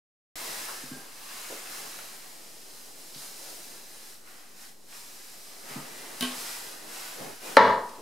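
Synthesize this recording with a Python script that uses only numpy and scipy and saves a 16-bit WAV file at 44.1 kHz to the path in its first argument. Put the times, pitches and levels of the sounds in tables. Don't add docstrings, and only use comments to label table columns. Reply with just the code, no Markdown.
import sys
import numpy as np
from scipy import signal
from scipy.fft import rfft, irfft, next_fast_len
from scipy.io import wavfile

SR = 44100
rng = np.random.default_rng(int(sys.argv[2]) if len(sys.argv) > 2 else 0)


def persist_wave(psi):
    counts = np.round(np.clip(psi, -1, 1) * 32767).astype(np.int16)
    wavfile.write(sys.argv[1], SR, np.atleast_2d(counts).T)


N = 353241
TIME = np.arange(N) / SR

# f/Hz, level/dB
CRACK_COLOUR = [(60, -10), (500, 7), (2000, 0), (4500, 5), (7000, -11), (9300, -4.5), (15000, -34)]
# f/Hz, level/dB, fade/s
LID_TONES = [(275, -18, 0.037), (550, -3.5, 0.071), (660, -9.5, 0.059), (890, -6, 0.15), (1180, -10, 0.017),
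             (1333, -8.5, 0.16), (1783, -6, 0.05), (2380, -15.5, 0.013), (2920, -31, 0.0091),
             (4080, -12.5, 0.017), (4900, -25, 0.022)]
# f/Hz, level/dB, fade/s
TANK_TONES = [(108, -39, .5), (205, -34, .45), (250, -35, .4), (285, -35, .4), (414, -26, .48),
              (457, -23, .44), (497, -28, .44), (533, -28, .44), (560, -26, .46), (586, -27, .48),
              (635, -29, .4), (671, -26, .48), (867, -23, .55), (887, -25, .44), (960, -21, .42),
              (969, -16, .44), (1060, -29, .44), (1092, -26, .44), (1109, -25, .44), (1282, -30, .44),
              (1346, -26, .42), (1585, -29, .4), (1626, -28, .38), (1790, -29, .4), (1943, -28, .3),
              (2026, -30, .38), (2260, -34, .4), (2907, -35, .36), (3375, -39, .4), (4040, -41, .44)]
# f/Hz, level/dB
KNOCK_ECHO_COLOUR = [(70, -18), (110, -21), (220, -10), (360, -12), (540, -1), (770, -10), (930, 4),
                     (1350, -6.5), (1480, -7.5), (1850, -0.5), (2500, -18.5), (4300, -19), (6500, -33.5),
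                     (12000, -60)]
# delay/s, level/dB
BOUNCES = [(.0042, -9), (0.0105, -6), (0.0146, -13)]
def lid_knock(touch_s=7.5684):
    out = np.zeros((2, N))
    thud_s = touch_s + 0.00069
    crack = from_db(-12) * fade(0.013) * noise(CRACK_COLOUR, ROOM_LIKENESS, size=SR)
    lid = ring(LID_TONES)
    tank = from_db(10.5) * ring(TANK_TONES) * build_up(0.03)
    room = from_db(-8.5) * echo(KNOCK_ECHO_COLOUR, build_s=0.0033, stretch=1.0)
    add(out, touch_s, crack)
    add(out, thud_s, lid + tank + room)
    for delay_s, db in BOUNCES:
        add(out, thud_s + delay_s, from_db(db) * lid)
    return out * from_db([[.4], [-.4]])


# t/s, ring level/dB, snap level/dB, echo level/dB
SEAT_CLACKS = [(6.2084, -7, -22, -33), (6.2248, -1, -23, -31)]
# f/Hz, level/dB, fade/s
SEAT_TONES = [(250.5, -27.5, 0.36), (419, -39, 0.23), (672, -43, .25), (1089, -38.5, 0.42),
              (1565, -36, 0.27), (1953, -41, 0.25), (2922, -36, 0.2), (3040, -28, 0.2), (3020, -47, .2),
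              (3380, -50, 0.17), (3820, -26, 0.032)]
# f/Hz, level/dB
SNAP_COLOUR = [(200, -5), (1000, -16), (2200, -6), (3000, -1), (4100, 1), (5500, -3), (7500, -9),
               (9800, -7), (15000, -10)]
SNAP_ECHO_COLOUR = [(70, -34), (150, -1), (400, -5), (1100, -1.5), (2100, -0.5), (3100, 6), (4300, 0),
                    (7000, -10), (9800, -0.5), (15000, -15)]
def seat_clacks():
    out = np.zeros((2, N))
    for s, ring_db, snap_db, echo_db in SEAT_CLACKS:
        add(out, s, from_db(ring_db) * ring(SEAT_TONES))
        add(out, s, from_db(snap_db) * fade(0.021) * noise(SNAP_COLOUR, ROOM_LIKENESS, size=SR))
        add(out, s, from_db(echo_db) * echo(SNAP_ECHO_COLOUR, build_s=0.0044, stretch=0.94))
    return out


# f/Hz, level/dB
HISS_COLOUR = [(1500, -12.5), (3200, -5), (3700, -4), (4120, 1), (4450, -3.5), (4900, 1.5), (6000, -1.5),
               (9500, -1.5), (13000, -4.5), (15500, -10.5)]
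SWISH_COLOUR = [(100, -35), (350, -16), (750, 0), (1100, 1), (1700, 2), (2080, 1.5), (2400, -1.5),
                (2700, -0.5), (3300, -5), (5000, -11.5), (9000, -19.5)]
RUMBLE_COLOUR = [(60, -24), (100, -21), (140, -9.5), (300, -1.5), (400, 0.5), (480, 0), (620, -1.5),
                 (780, -0.5), (1100, -9.5), (3000, -32)]
# f/Hz, likeness (0 to 1)
CLOTH_LIKENESS = [(100, 0.74), (300, 0.57), (700, 0.24), (1400, 0.27), (3100, 0.64), (7000, 0.66),
                  (15000, 0.49)]
def jacket():
    sliding, folding, body = movements()
    hiss = from_db(2) * sliding * waver(depth_db=0.47, per_s=18)
    hiss = hiss * near_walls(noise(HISS_COLOUR, CLOTH_LIKENESS, size=N), echo_db=-9)
    swish = from_db(2.45) * folding * waver(depth_db=0.4, per_s=14)
    swish = swish * near_walls(noise(SWISH_COLOUR, CLOTH_LIKENESS, size=N), echo_db=-4.5)
    rumble = from_db(3) * body * waver(depth_db=1.16, per_s=28)
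    rumble = rumble * noise(RUMBLE_COLOUR, CLOTH_LIKENESS, size=N)
    return hiss + swish + rumble


# fastest at t/s, rise/s, fall/s, hiss level/dB, swish above hiss/dB, rumble above hiss/dB
MOVES = [ (.50, 0.2, 0.28, -40, -4, -11.5), (.98, 0.08, 0.14, -52, -3, -8),
         (1.46, .22, 0.28, -44, -4, -15.5), (1.75, 0.068, 0.41, -45, -4.5, -11.5),
         (2.99, 0.72, 0.23, -50.5, -10.5, -10), (3.23, 0.055, .06, -45.5, -10, -19),
         (3.45, .22, 0.38, -46.5, -9, -12.5), (4.069, 0.18, 0.093, -50.5, -9, -15.5),
         (4.30, 0.042, 0.19, -55, -2, -13), (4.64, 0.062, 0.058, -50, -6, -22),
         (4.96, 0.053, .04, -50, -5, -20), (5.04, .09, 0.59, -49.5, -8, -17.5),
         (5.73, 0.048, 0.075, -48, -0.5, -8), (5.98, 0.33, 0.51, -48.5, -3, -4.5),
         (6.48, 0.22, 0.18, -41, -5, -16.5), (6.759, 0.096, 0.15, -50.5, -3, -4),
         (6.98, 0.084, 0.28, -43.5, -3, -15), (7.24, .055, 0.062, -51.5, -3, 7),
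         (7.475, 0.044, 0.14, -44.5, -1, -4), (8.00, 0.24, .14, -55.5, -4, -7)]
def movements():
    power = from_db([[-59.5], [-71], [-65.5]]) ** 2
    for s, rise_s, fall_s, db, folds_db, body_db in MOVES:
        width_s = np.where(TIME < s, rise_s, fall_s)
        swell = np.exp(-((TIME - s) / width_s) ** 2)
        power = power + swell * from_db([[db], [db + folds_db], [db + body_db]]) ** 2
    return np.sqrt(power)


def waver(depth_db, per_s):
    points = rng.standard_normal(1000)
    return from_db(depth_db * np.interp(TIME * per_s, np.arange(len(points)), points))


# t/s, level/dB, press/s
FOOTFALLS = [(0.831, -41.5, 0.0022), (0.910, -34.5, 0.0018), (3.150, -40, 0.0053), (5.700, -38.5, 0.0052),
             (5.754, -27.5, 0.0054)]
# f/Hz, level/dB, fade/s
FLOOR_TONES = [(145.3, -6.5, 0.27), (200, -3, 0.049), (256.5, 1, 0.19), (318, -4, .08)]
SPRING_TONES = [(797, -53, .7), (1416, -49, .3), (1596, -38, .33), (1612, -45, .3)]
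def footfalls():
    out, thud = np.zeros((2, N)), ring(FLOOR_TONES)
    for s, db, press_s in FOOTFALLS:
        press = np.sin(np.pi * np.minimum(TIME[:SR] / press_s, 1)) ** 2
        add(out, s, from_db(db) * signal.fftconvolve(thud, press / press.sum())[:SR])
    add(out, FOOTFALLS[1][0], ring(SPRING_TONES) * build_up(0.046))
    return out


# t/s, level/dB, middle f/Hz, swell/s, fade/s
BUMPS = [(0.672, -39, 970, 0.012, 0.27), (0.930, -48, 290, 0.012, 0.35), (1.5, -37.5, 457, 0.0026, 0.14),
         (1.521, -44, 480, .003, 0.45), (3.330, -54, 510, 0.16, 1), (5.752, -42, 240, .012, 0.38),
         (5.756, -46, 900, 0.011, 0.54), (7.180, -48, 150, 0.027, .55), (7.415, -46, 460, 0.019, 0.34),
         (7.971, -43.5, 417, 0.012, .4)]
def bumps():
    out = np.zeros((2, N))
    for s, db, hz, swell_s, t60 in BUMPS:
        rise = np.minimum(TIME[:SR] / swell_s, 1)
        fall = np.minimum(fade(t60) * 1000 ** (swell_s / t60), 1)
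        scuff = noise(hump(hz, edge_db=-19.5), ROOM_LIKENESS, size=SR)
        add(out, s, from_db(db) * rise * fall * scuff)
    return out


# t/s, level/dB, middle f/Hz
SMALL_TICKS = [(1.310, -44.5, 1400), (1.657, -41.5, 1670), (1.988, -43, 1490), (3.146, -43.5, 4100),
               (4.273, -54, 1893), (4.926, -51, 1900), (7.892, -52, 4000)]
def ticks():
    out = np.zeros((2, N))
    shape = fade(0.034) + from_db(-9) * fade(0.46)
    for s, db, hz in SMALL_TICKS:
        add(out, s, from_db(db) * shape * noise(hump(hz, edge_db=-16), ROOM_LIKENESS, size=SR))
    return out


# f/Hz, fade/s
ROOM_FADE = [(100, 0.56), (400, 0.59), (1000, 0.61), (2000, 0.4), (4500, 0.47), (8000, 0.45), (15000, 0.16)]
# f/Hz, likeness (0 to 1)
ROOM_LIKENESS = [(100, 0.89), (350, 1), (700, 0.95), (1400, 0.62), (4000, 0.77), (12000, 0.66)]
def echo(colour, build_s, stretch):
    wash = rfft(noise(colour, ROOM_LIKENESS, size=SR))
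    hz = np.fft.rfftfreq(SR, 1 / SR)
    octaves_hz = 125 * 2. ** np.arange(8)
    out = 0
    for centre, share in zip(octaves_hz, np.eye(len(octaves_hz))):
        band = irfft(wash * at_hz(np.c_[octaves_hz, share], hz), SR)
        out = out + band * fade(stretch * at_hz(ROOM_FADE, centre))
    return out * build_up(build_s)


def near_walls(x, echo_db, pieces=32):
    out, hop = np.zeros((2, N)), N // pieces
    for start in range(0, N - hop, hop):
        piece = x[:, start:start + 2 * hop]
        piece = piece * np.hanning(2 * hop)[:piece.shape[1]]
        paths = rng.standard_normal(SR // 5) * fade(.16)[:SR // 5]
        paths *= from_db(echo_db) / np.linalg.norm(paths)
        paths[0] = 1
        add(out, start / SR, signal.fftconvolve(piece, paths[None], axes=1))
    return rms_one(out)


# f/Hz, level/dB
BACKGROUND_COLOUR = [(25, 8), (50, -2), (85, 0.5), (140, 5.5), (250, 11.5), (450, 3), (900, -25),
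                     (15000, -37)]
def background():
    return from_db(-65.5) * noise(BACKGROUND_COLOUR, CLOTH_LIKENESS, size=N)


def ring(tones):
    return sum((-1) ** k * from_db(db) * np.sin(2 * np.pi * hz * TIME[:SR]) * fade(t60)
               for k, (hz, db, t60) in enumerate(tones))


def noise(colour, likeness, size):
    padded = next_fast_len(size)
    hz = np.fft.rfftfreq(padded, 1 / SR)
    shared, opposite = rfft(rng.standard_normal((2, padded)))
    alike = np.clip(at_hz(likeness, hz), 0, 1)
    pair = np.sqrt(1 + alike) * shared + np.sqrt(1 - alike) * opposite * [[1], [-1]]
    coloured = pair * from_db(at_hz(colour, hz)) * (hz > 20)
    return rms_one(irfft(coloured, padded)[:, :size])


def hump(hz, edge_db):
    return [(hz / 8, 2 * edge_db), (hz / 2, edge_db / 2), (hz, 0),
            (hz * np.sqrt(2), edge_db / 6), (hz * 4, 2 * edge_db), (hz * 16, 4 * edge_db)]


def fade(t60):
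    return np.exp(-np.log(1000) * TIME[:SR] / t60)


def build_up(rise_s):
    return 1 - np.exp(-TIME[:SR] / rise_s)


def from_db(db):
    return 10 ** (np.asarray(db) / 20)


def rms_one(x):
    return x / np.sqrt(np.mean(x ** 2) + 1e-20)


def at_hz(points, hz):
    known_hz, values = np.transpose(points)
    return np.interp(np.log(hz + 1e-9), np.log(known_hz), values)


def add(out, s, sound):
    start = int(s * SR)
    out[:, start:start + sound.shape[-1]] += sound[..., :N - start]


def turn_down(x, threshold_db, share, attack_s, release_db_per_s):
    keep = np.exp(-1 / (attack_s * SR))
    power = signal.lfilter([1 - keep], [1, -keep], np.mean(x ** 2, axis=0))
    cut_db = share * np.maximum(10 * np.log10(power + 1e-12) - threshold_db, 0)
    recovery_db = release_db_per_s * TIME
    held_db = np.maximum.accumulate(cut_db + recovery_db) - recovery_db
    return x * from_db(-signal.lfilter([1 - keep], [1, -keep], held_db))


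def scene():
    return lid_knock() + seat_clacks() + jacket() + footfalls() + bumps() + ticks()


def record(dry):
    start_s, offset = .356, -.0032
    lowest_hz, highest_hz = 98, 15650
    thin = signal.sosfilt(signal.butter(6, lowest_hz, "high", fs=SR, output="sos"), dry)
    live = (thin + background() + offset) * (TIME >= start_s)
    dipped = turn_down(live, threshold_db=-17, share=0.59, attack_s=0.0076, release_db_per_s=77)
    rounded = .98 * dipped / (1 + dipped ** 8) ** (1 / 8)
    return signal.sosfilt(signal.ellip(10, .1, 80, highest_hz, fs=SR, output="sos"), rounded)


dry = scene()
out = record(dry)
persist_wave(out)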